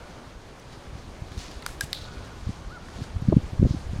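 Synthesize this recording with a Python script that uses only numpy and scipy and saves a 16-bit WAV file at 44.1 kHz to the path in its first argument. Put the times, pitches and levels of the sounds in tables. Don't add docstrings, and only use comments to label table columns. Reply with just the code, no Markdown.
import sys
import numpy as np
from scipy import signal
from scipy.io import wavfile

SR = 44100
rng = np.random.default_rng(int(sys.argv[2]) if len(sys.argv) > 2 else 0)


def convert_level_to_amplitude(level_db):
    exponent = np.asarray(level_db, float) / 20
    return 10 ** exponent


def persist_wave(psi):
    counts = np.round(np.clip(psi, -1, 1) * 32767).astype(np.int16)
    wavfile.write(sys.argv[1], SR, np.atleast_2d(counts).T)


N = 176400

# peak t/s, level/dB, rise/s, fade/s per 20 dB
SCUFFS = [(.12, -63, .03, .1), (.42, -62, .03, .1), (.73, -57, .02, .15), (.98, -56, .06, .25),
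          (1.32, -51, .01, .15), (1.385, -44, .012, .25), (1.425, -42, .09, .16), (1.52, -50, .05, .12),
          (1.97, -50, .08, .5), (2.26, -54, .1, .1), (2.49, -53, .3, .3), (3.04, -52, .5, .1),
          (3.3, -56, .3, .2), (3.7, -53, .2, .5), (3.92, -57, .03, .1)]
# f/Hz, density/dB per Hz
RUSTLE_SPECTRUM = [(900, -16), (1500, -9), (2500, -6), (3800, 0), (5500, -2), (8000, -11), (12000, -26),
                   (16000, -42)]
GRAINS_PER_S, GRAIN_SPREAD_DB, GRAIN_SHARE, GRAIN_CYCLES = 1500, 2.5, .4, 6.0

# t/s, peak level/dB, break length/s, splinter level/dB, tail level/dB
SNAPS = [
    (1.6622, -15, 0.0017, -8, -29),
    (1.8074, -14.5, 0.002, -3, -28),
    (1.9298, -8.5, .0006, -16, -34),
]
# f/Hz, level/dB, t60/s
STICK_MODES = [
    [(1120, -12, .008), (1520, 1, .012), (1800, -1, .01), (2140, -5, .009), (3100, -6, .01),
     (3800, -3, .01), (4500, 0, .008), (7900, -3, .007), (13500, -18, .004)],
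    [(1625, 9, .04), (2330, -7, .015), (4200, -5, .008), (5050, -3, .008), (5830, -5, .008),
     (7100, -5, .006), (8400, -4, .007), (9800, -9, .005), (11400, -16, .01), (13800, -14, .004)],
    [(2000, -14, .025), (3000, -10, .012), (3860, 7, .008), (4350, 2, .012), (5070, 3, .008),
     (5800, -1, .004), (7200, -12, .004), (10400, -7, .003), (12300, -14, .002), (14800, -8, .0015),
     (16200, -16, .002)],
]
STICK_LOW_HZ = [850, 1350, 1600]
TAIL_T60_S = [0.46, 0.38, 0.63]
# low f/Hz, high f/Hz
TAIL_BAND_HZ = [(1300, 9000), (1500, 9000), (3400, 4500)]
SPLINTER_LOW_HZ, LAST_FIBRE = 3000, 4.5
BRIGHT_TAIL_DB, BRIGHT_T60_S = -45, .35
TRUNKS_DB = 3.0

# t/s, peak
# level/dB, f/Hz, ring t60/s
TICKS = [(.311, -45, 2500, .01), (.597, -41, 6000, .01), (.723, -41, 4000, .012), (1.154, -46, 2200, .01),
         (1.284, -43, 3000, .01), (1.319, -37, 3500, .015), (1.377, -34, 4400, .012),
         (1.514, -34, 5000, .01), (1.623, -29, 4100, .01), (1.626, -33, 2100, .012),
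         (1.691, -33, 1670, .013), (1.66, -36, 3800, .012), (1.667, -30, 1600, .01), (1.84, -36, 8000, .02),
         (1.39, -37, 5500, .012), (1.44, -37, 3200, .015), (2.05, -39, 1200, .02),
         (1.9325, -28, 4500, .012), (1.9345, -33, 2200, .01), (1.948, -32, 3900, .01),
         (1.971, -38, 1400, .015), (3.015, -44, 6000, .01), (3.037, -44, 8000, .012),
         (2.02, -38, 6000, .01), (2.25, -42, 4000, .012), (2.46, -48, 1980, .012), (2.885, -29, 1650, .012),
         (3.039, -39, 1610, .013), (3.218, -52, 13000, .01)]

# start t/s, note level/dB, echo level/dB
CALLS = [
    (-.12, -60, -54),
    (1.95, -60, -47),
    (2.694, -45.5, -49.5),
]
CALL_S, CALL_TOP_HZ, CALL_PEAK_AT = .094, 1480, .5
CALL_RISE, CALL_FALL = .36, .22
UNDERTONE_DB, OVERTONE_DB = -15.5, -18
ECHO_T60_S, ECHO_GAP_S = 2.1, .025

# t/s, peak level/dB, f/Hz
EDDIES = [(.955, -28, 95), (1.223, -25, 86), (1.379, -22, 75), (2.474, -19, 81), (2.493, -20, 147),
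          (2.966, -27, 71), (3.021, -21, 115), (3.148, -28, 82), (3.166, -15, 78), (3.224, -20, 142),
          (3.254, -26, 92), (3.289, -7, 125), (3.329, -12, 120), (3.342, -14, 121), (3.369, -3, 145),
          (3.381, -15, 110), (3.436, -25, 81), (3.534, -22, 106), (3.599, -10, 94), (3.629, -5, 162),
          (3.658, -9, 122), (3.711, -13, 107), (3.748, -19, 178), (3.769, -27, 87), (3.871, -24, 71),
          (3.898, -27, 75), (3.918, -24, 67), (3.935, -21, 138), (3.964, -24, 108),
          (3.993, -21, 109),
          (0.877, -33, 89), (.93, -32, 97), (1.08, -35, 90), (1.319, -33, 89.5), (1.569, -31.5, 59),
               (1.839, -28.5, 129), (2.022, -32, 59.5), (2.174, -29.5, 78), (2.21, -31, 89),
               (2.427, -32, 45), (2.504, -23, 109), (2.678, -30, 59.4), (2.877, -36, 70), (3.01, -30, 260),
               (3.299, -17, 170), (3.286, -17, 240), (3.314, -23, 170), (3.327, -10.5, 356),
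               (3.328, -17.5, 620), (3.327, -31, 830), (3.328, -33, 1020), (3.327, -40, 1220),
               (3.334, -18, 270), (.9, -33, 48), (1.78, -33, 52), (2.66, -33, 45), (2.99, -31, 190),
               (.37, -36, 50), (3.372, -17, 280), (3.382, -22, 250), (3.371, -32, 480), (3.628, -17, 350),
               (3.628, -27, 540), (2.497, -33, 300), (3.62, -18, 70), (3.638, -20, 170), (3.654, -17, 260),
               (3.654, -26, 500), (3.653, -35, 700), (3.668, -22, 350), (3.742, -25, 280),
               (3.619, -16, 210), (3.609, -22, 190), (3.695, -25, 80), (3.647, -10.5, 72),
               (3.667, -14, 170)]
EDDY_CYCLES, EDDY_SHORTEST_S = 1.15, .008
RIPPLE_DB, RIPPLE_RATIO = -14, 2.2
RIPPLE_FADE_HZ = 150
# t/s, level/dB
BREEZE = [(0, -48), (.8, -47), (1.4, -44), (2.0, -44), (2.45, -42), (2.8, -47), (3.1, -42), (3.35, -30),
          (3.5, -40), (3.65, -31), (3.82, -40), (4, -32)]
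SWIRLS_PER_S, SWIRL_SPREAD_DB, SWIRL_SHARE = 140, 2.36, .6
SWIRL_LOW_HZ, SWIRL_HIGH_HZ = 20, 115

# f/Hz, density/dB per Hz
AIR_SPECTRUM = [(59, -45), (100, -4.5), (300, -6.5), (965, -12.5), (2250, -21), (4930, -25), (8190, -34),
                (10500, -43), (12800, -45), (15800, -51)]
AIR_DB = -45.5
TOP_CUT_HZ = 16850


def rms_one(x):
    return x / np.sqrt(np.mean(x ** 2) + 1e-20)


def peak_one(x):
    return x / np.abs(x).max()


def in_time(rows):
    return np.interp(np.arange(N) / SR, *np.transpose(rows))


def at_hz(points, hz):
    points_hz, points_db = np.transpose(points)
    return np.interp(np.log(hz), np.log(points_hz), points_db)


def drift(rate_hz):
    r = np.exp(-80 * np.pi * rate_hz / SR)
    white = rng.standard_normal(N // 40 + 2002)
    slow = signal.lfilter([1], [1, -2 * r, r * r], white)[2000:]
    return np.interp(np.arange(N) / 40, np.arange(len(slow)), rms_one(slow))


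def ring(clicks, hz, t60_s):
    r, w = convert_level_to_amplitude(-60 / (t60_s * SR)), 2 * np.pi * hz / SR
    return signal.lfilter([0, np.sin(w)], [1, -2 * r * np.cos(w), r * r], clicks + 1e-18)


def band(x, low_hz, high_hz, order=2):
    edges = [low_hz, min(high_hz, .45 * SR)]
    return signal.sosfilt(signal.butter(order, edges, "band", fs=SR, output="sos"), x)


def coloured(spectrum, low_hz, patchy_db):
    out, together, white = np.zeros(N), drift(4.0), rng.standard_normal((2, N))
    edges = low_hz * 2 ** np.arange(0, np.log2(19000 / low_hz), .5)
    for k, (low, high) in enumerate(zip(edges, edges[1:])):
        flicker_db = patchy_db * (0.8 * together + drift(14))
        level_db = at_hz(spectrum, np.sqrt(low * high)) + flicker_db
        out += convert_level_to_amplitude(level_db) * band(white[k % 2], low, high)
    return rms_one(out)


def grains(rate_per_s, spread_db):
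    sizes = convert_level_to_amplitude(spread_db * np.minimum(rng.exponential(1, N), 5)) * rng.choice([-1, 1], N)
    return sizes * (rng.random(N) < rate_per_s / SR)


def add(out, s, x):
    i = int(s * SR)
    x = x[max(-i, 0):N - i]
    out[max(i, 0):max(i, 0) + len(x)] += x


def rustle():
    clicks = grains(GRAINS_PER_S * convert_level_to_amplitude(3.3 * drift(15)), GRAIN_SPREAD_DB)
    dealt = rng.integers(0, 16, N)
    crackle = np.zeros(N)
    for k, hz in enumerate(np.geomspace(1200, 9000, num=16)):
        crackle += convert_level_to_amplitude(at_hz(RUSTLE_SPECTRUM, hz)) * hz * ring(clicks * (dealt == k), hz, GRAIN_CYCLES / hz)
    brushing = coloured(RUSTLE_SPECTRUM, 895, patchy_db=2.5)
    mix = np.sqrt(GRAIN_SHARE) * rms_one(band(crackle, 900, 8000)) + np.sqrt(1 - GRAIN_SHARE) * brushing
    t, power = np.arange(N) / SR, np.zeros(N)
    for s, db, rise_s, fade_s in SCUFFS:
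        distance = np.where(t < s, (s - t) / rise_s, (t - s) / fade_s)
        power += convert_level_to_amplitude(2 * (db - 20 * distance))
    return np.sqrt(power) * mix


def snaps():
    out, echoes, t = np.zeros(N), np.zeros(N), np.arange(SR // 2) / SR
    rows = zip(SNAPS, STICK_MODES, STICK_LOW_HZ, TAIL_T60_S, TAIL_BAND_HZ)
    for (s, db, length_s, splinter_db, tail_db), modes, low_hz, t60_s, tail_band in rows:
        swell = (t / length_s) ** 2 * np.exp(2 - 2 * t / length_s)
        parting = (rng.random(len(t)) < .15) * (t < 1.5 * length_s)
        fibres = rng.standard_normal(len(t)) * parting * swell
        fibres[int(length_s * SR)] += LAST_FIBRE
        modes_sum = sum(convert_level_to_amplitude(mode_db) * peak_one(ring(fibres, hz, r)) for hz, mode_db, r in modes)
        body = band(modes_sum, low_hz, 18500, order=3)
        hiss = band(rng.standard_normal(len(t)), SPLINTER_LOW_HZ, 10000) * swell ** 2
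        tail = rms_one(band(rng.standard_normal(len(t)), *tail_band))
        tail = tail * convert_level_to_amplitude(-60 * t / t60_s) * (1 - np.exp(-t / .008))
        bright = rms_one(band(rng.standard_normal(len(t)), 5500, 11000, order=1))
        bright = bright * convert_level_to_amplitude(BRIGHT_TAIL_DB - 60 * t / BRIGHT_T60_S)
        add(out, s, convert_level_to_amplitude(db) * (peak_one(body) + convert_level_to_amplitude(splinter_db) * hiss))
        add(echoes, s, convert_level_to_amplitude(db) * (convert_level_to_amplitude(tail_db) * tail + bright))
    return out + echoes * convert_level_to_amplitude(TRUNKS_DB * drift(30))


def ticks():
    out, t = np.zeros(N), np.arange(2000) / SR
    for s, db, hz, t60_s in TICKS:
        noise = band(rng.standard_normal(len(t)), .4 * hz, 2.4 * hz)
        crack = noise * convert_level_to_amplitude(-60 * t / t60_s) * (1 - np.exp(-t / 0.00036))
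        body = ring(crack, hz, .7 * t60_s)
        add(out, s, convert_level_to_amplitude(db) * (.6 * peak_one(body) + .6 * crack))
    return out


def bird():
    out, u = np.zeros(N), np.arange(int(CALL_S * SR)) / (CALL_S * SR)
    rise = CALL_RISE * np.abs(1 - u / CALL_PEAK_AT) ** 2.3
    fall = CALL_FALL * np.abs((u - CALL_PEAK_AT) / (1 - CALL_PEAK_AT)) ** 2.4
    pitch_hz = CALL_TOP_HZ * (1 - np.where(u < CALL_PEAK_AT, rise, fall))
    phase = np.pi * np.cumsum(pitch_hz) / SR
    partials = convert_level_to_amplitude(UNDERTONE_DB) * np.sin(phase) + np.sin(2 * phase) + convert_level_to_amplitude(OVERTONE_DB) * np.sin(3 * phase)
    note = np.sqrt(2) * signal.windows.tukey(len(u), .3) * (.7 + .4 * u) * partials
    t = np.arange(SR) / SR
    for s, db, echo_db in CALLS:
        trees = rng.standard_normal(SR) * convert_level_to_amplitude(-60 * t / ECHO_T60_S) * np.clip(t / ECHO_GAP_S - 1, 0, 1)
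        echo = signal.fftconvolve(note, trees / np.sqrt(np.sum(trees ** 2)))
        add(out, s, convert_level_to_amplitude(db) * note)
        add(out, s, convert_level_to_amplitude(echo_db) * echo)
    return out


def eddies():
    out, t = np.zeros(N), np.arange(-2000, 2000) / SR
    balance = np.hanning(len(t)) * 2 / len(t)
    for s, db, hz in EDDIES:
        swing_turn, ripple_turn, chance = rng.random(3)
        shape = 1 / np.cosh(np.pi * t / max(EDDY_CYCLES / hz, EDDY_SHORTEST_S)) ** 1.5
        ripple_hz = min(RIPPLE_RATIO * (.8 + .4 * chance) * hz, 900)
        ripple_gain = convert_level_to_amplitude(RIPPLE_DB) * min(1, RIPPLE_FADE_HZ / hz) ** 3
        ripple = ripple_gain * shape * np.cos(2 * np.pi * (ripple_hz * t + ripple_turn))
        swing = shape * (np.cos(2 * np.pi * (hz * t + swing_turn)) + ripple)
        add(out, s + t[0], convert_level_to_amplitude(db) * (swing - swing.sum() * balance))
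    return out


def rumble():
    lumps = rms_one(grains(SWIRLS_PER_S, SWIRL_SPREAD_DB))
    swirls = np.sqrt(SWIRL_SHARE) * lumps + np.sqrt(1 - SWIRL_SHARE) * rng.standard_normal(N)
    smooth = signal.sosfilt(signal.bessel(3, SWIRL_HIGH_HZ, fs=SR, output="sos"), swirls)
    low = signal.sosfilt(signal.butter(1, SWIRL_LOW_HZ, "high", fs=SR, output="sos"), smooth)
    return convert_level_to_amplitude(in_time(BREEZE)) * rms_one(low)


def air():
    return convert_level_to_amplitude(AIR_DB) * coloured(AIR_SPECTRUM, 75.7, patchy_db=1.1)


def scene():
    log = rustle() + snaps() + ticks()
    return (log + bird() + eddies() + rumble() + air())[None, :]


def band_limit(x):
    return signal.sosfilt(signal.butter(12, 16650, fs=SR, output="sos"), x)


def record(dry):
    top_cut = signal.cheby2(14, 60, TOP_CUT_HZ, fs=SR, output="sos")
    mix = signal.sosfilt(top_cut, dry)
    return band_limit(mix)


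dry = scene()
out = record(dry)
persist_wave(out)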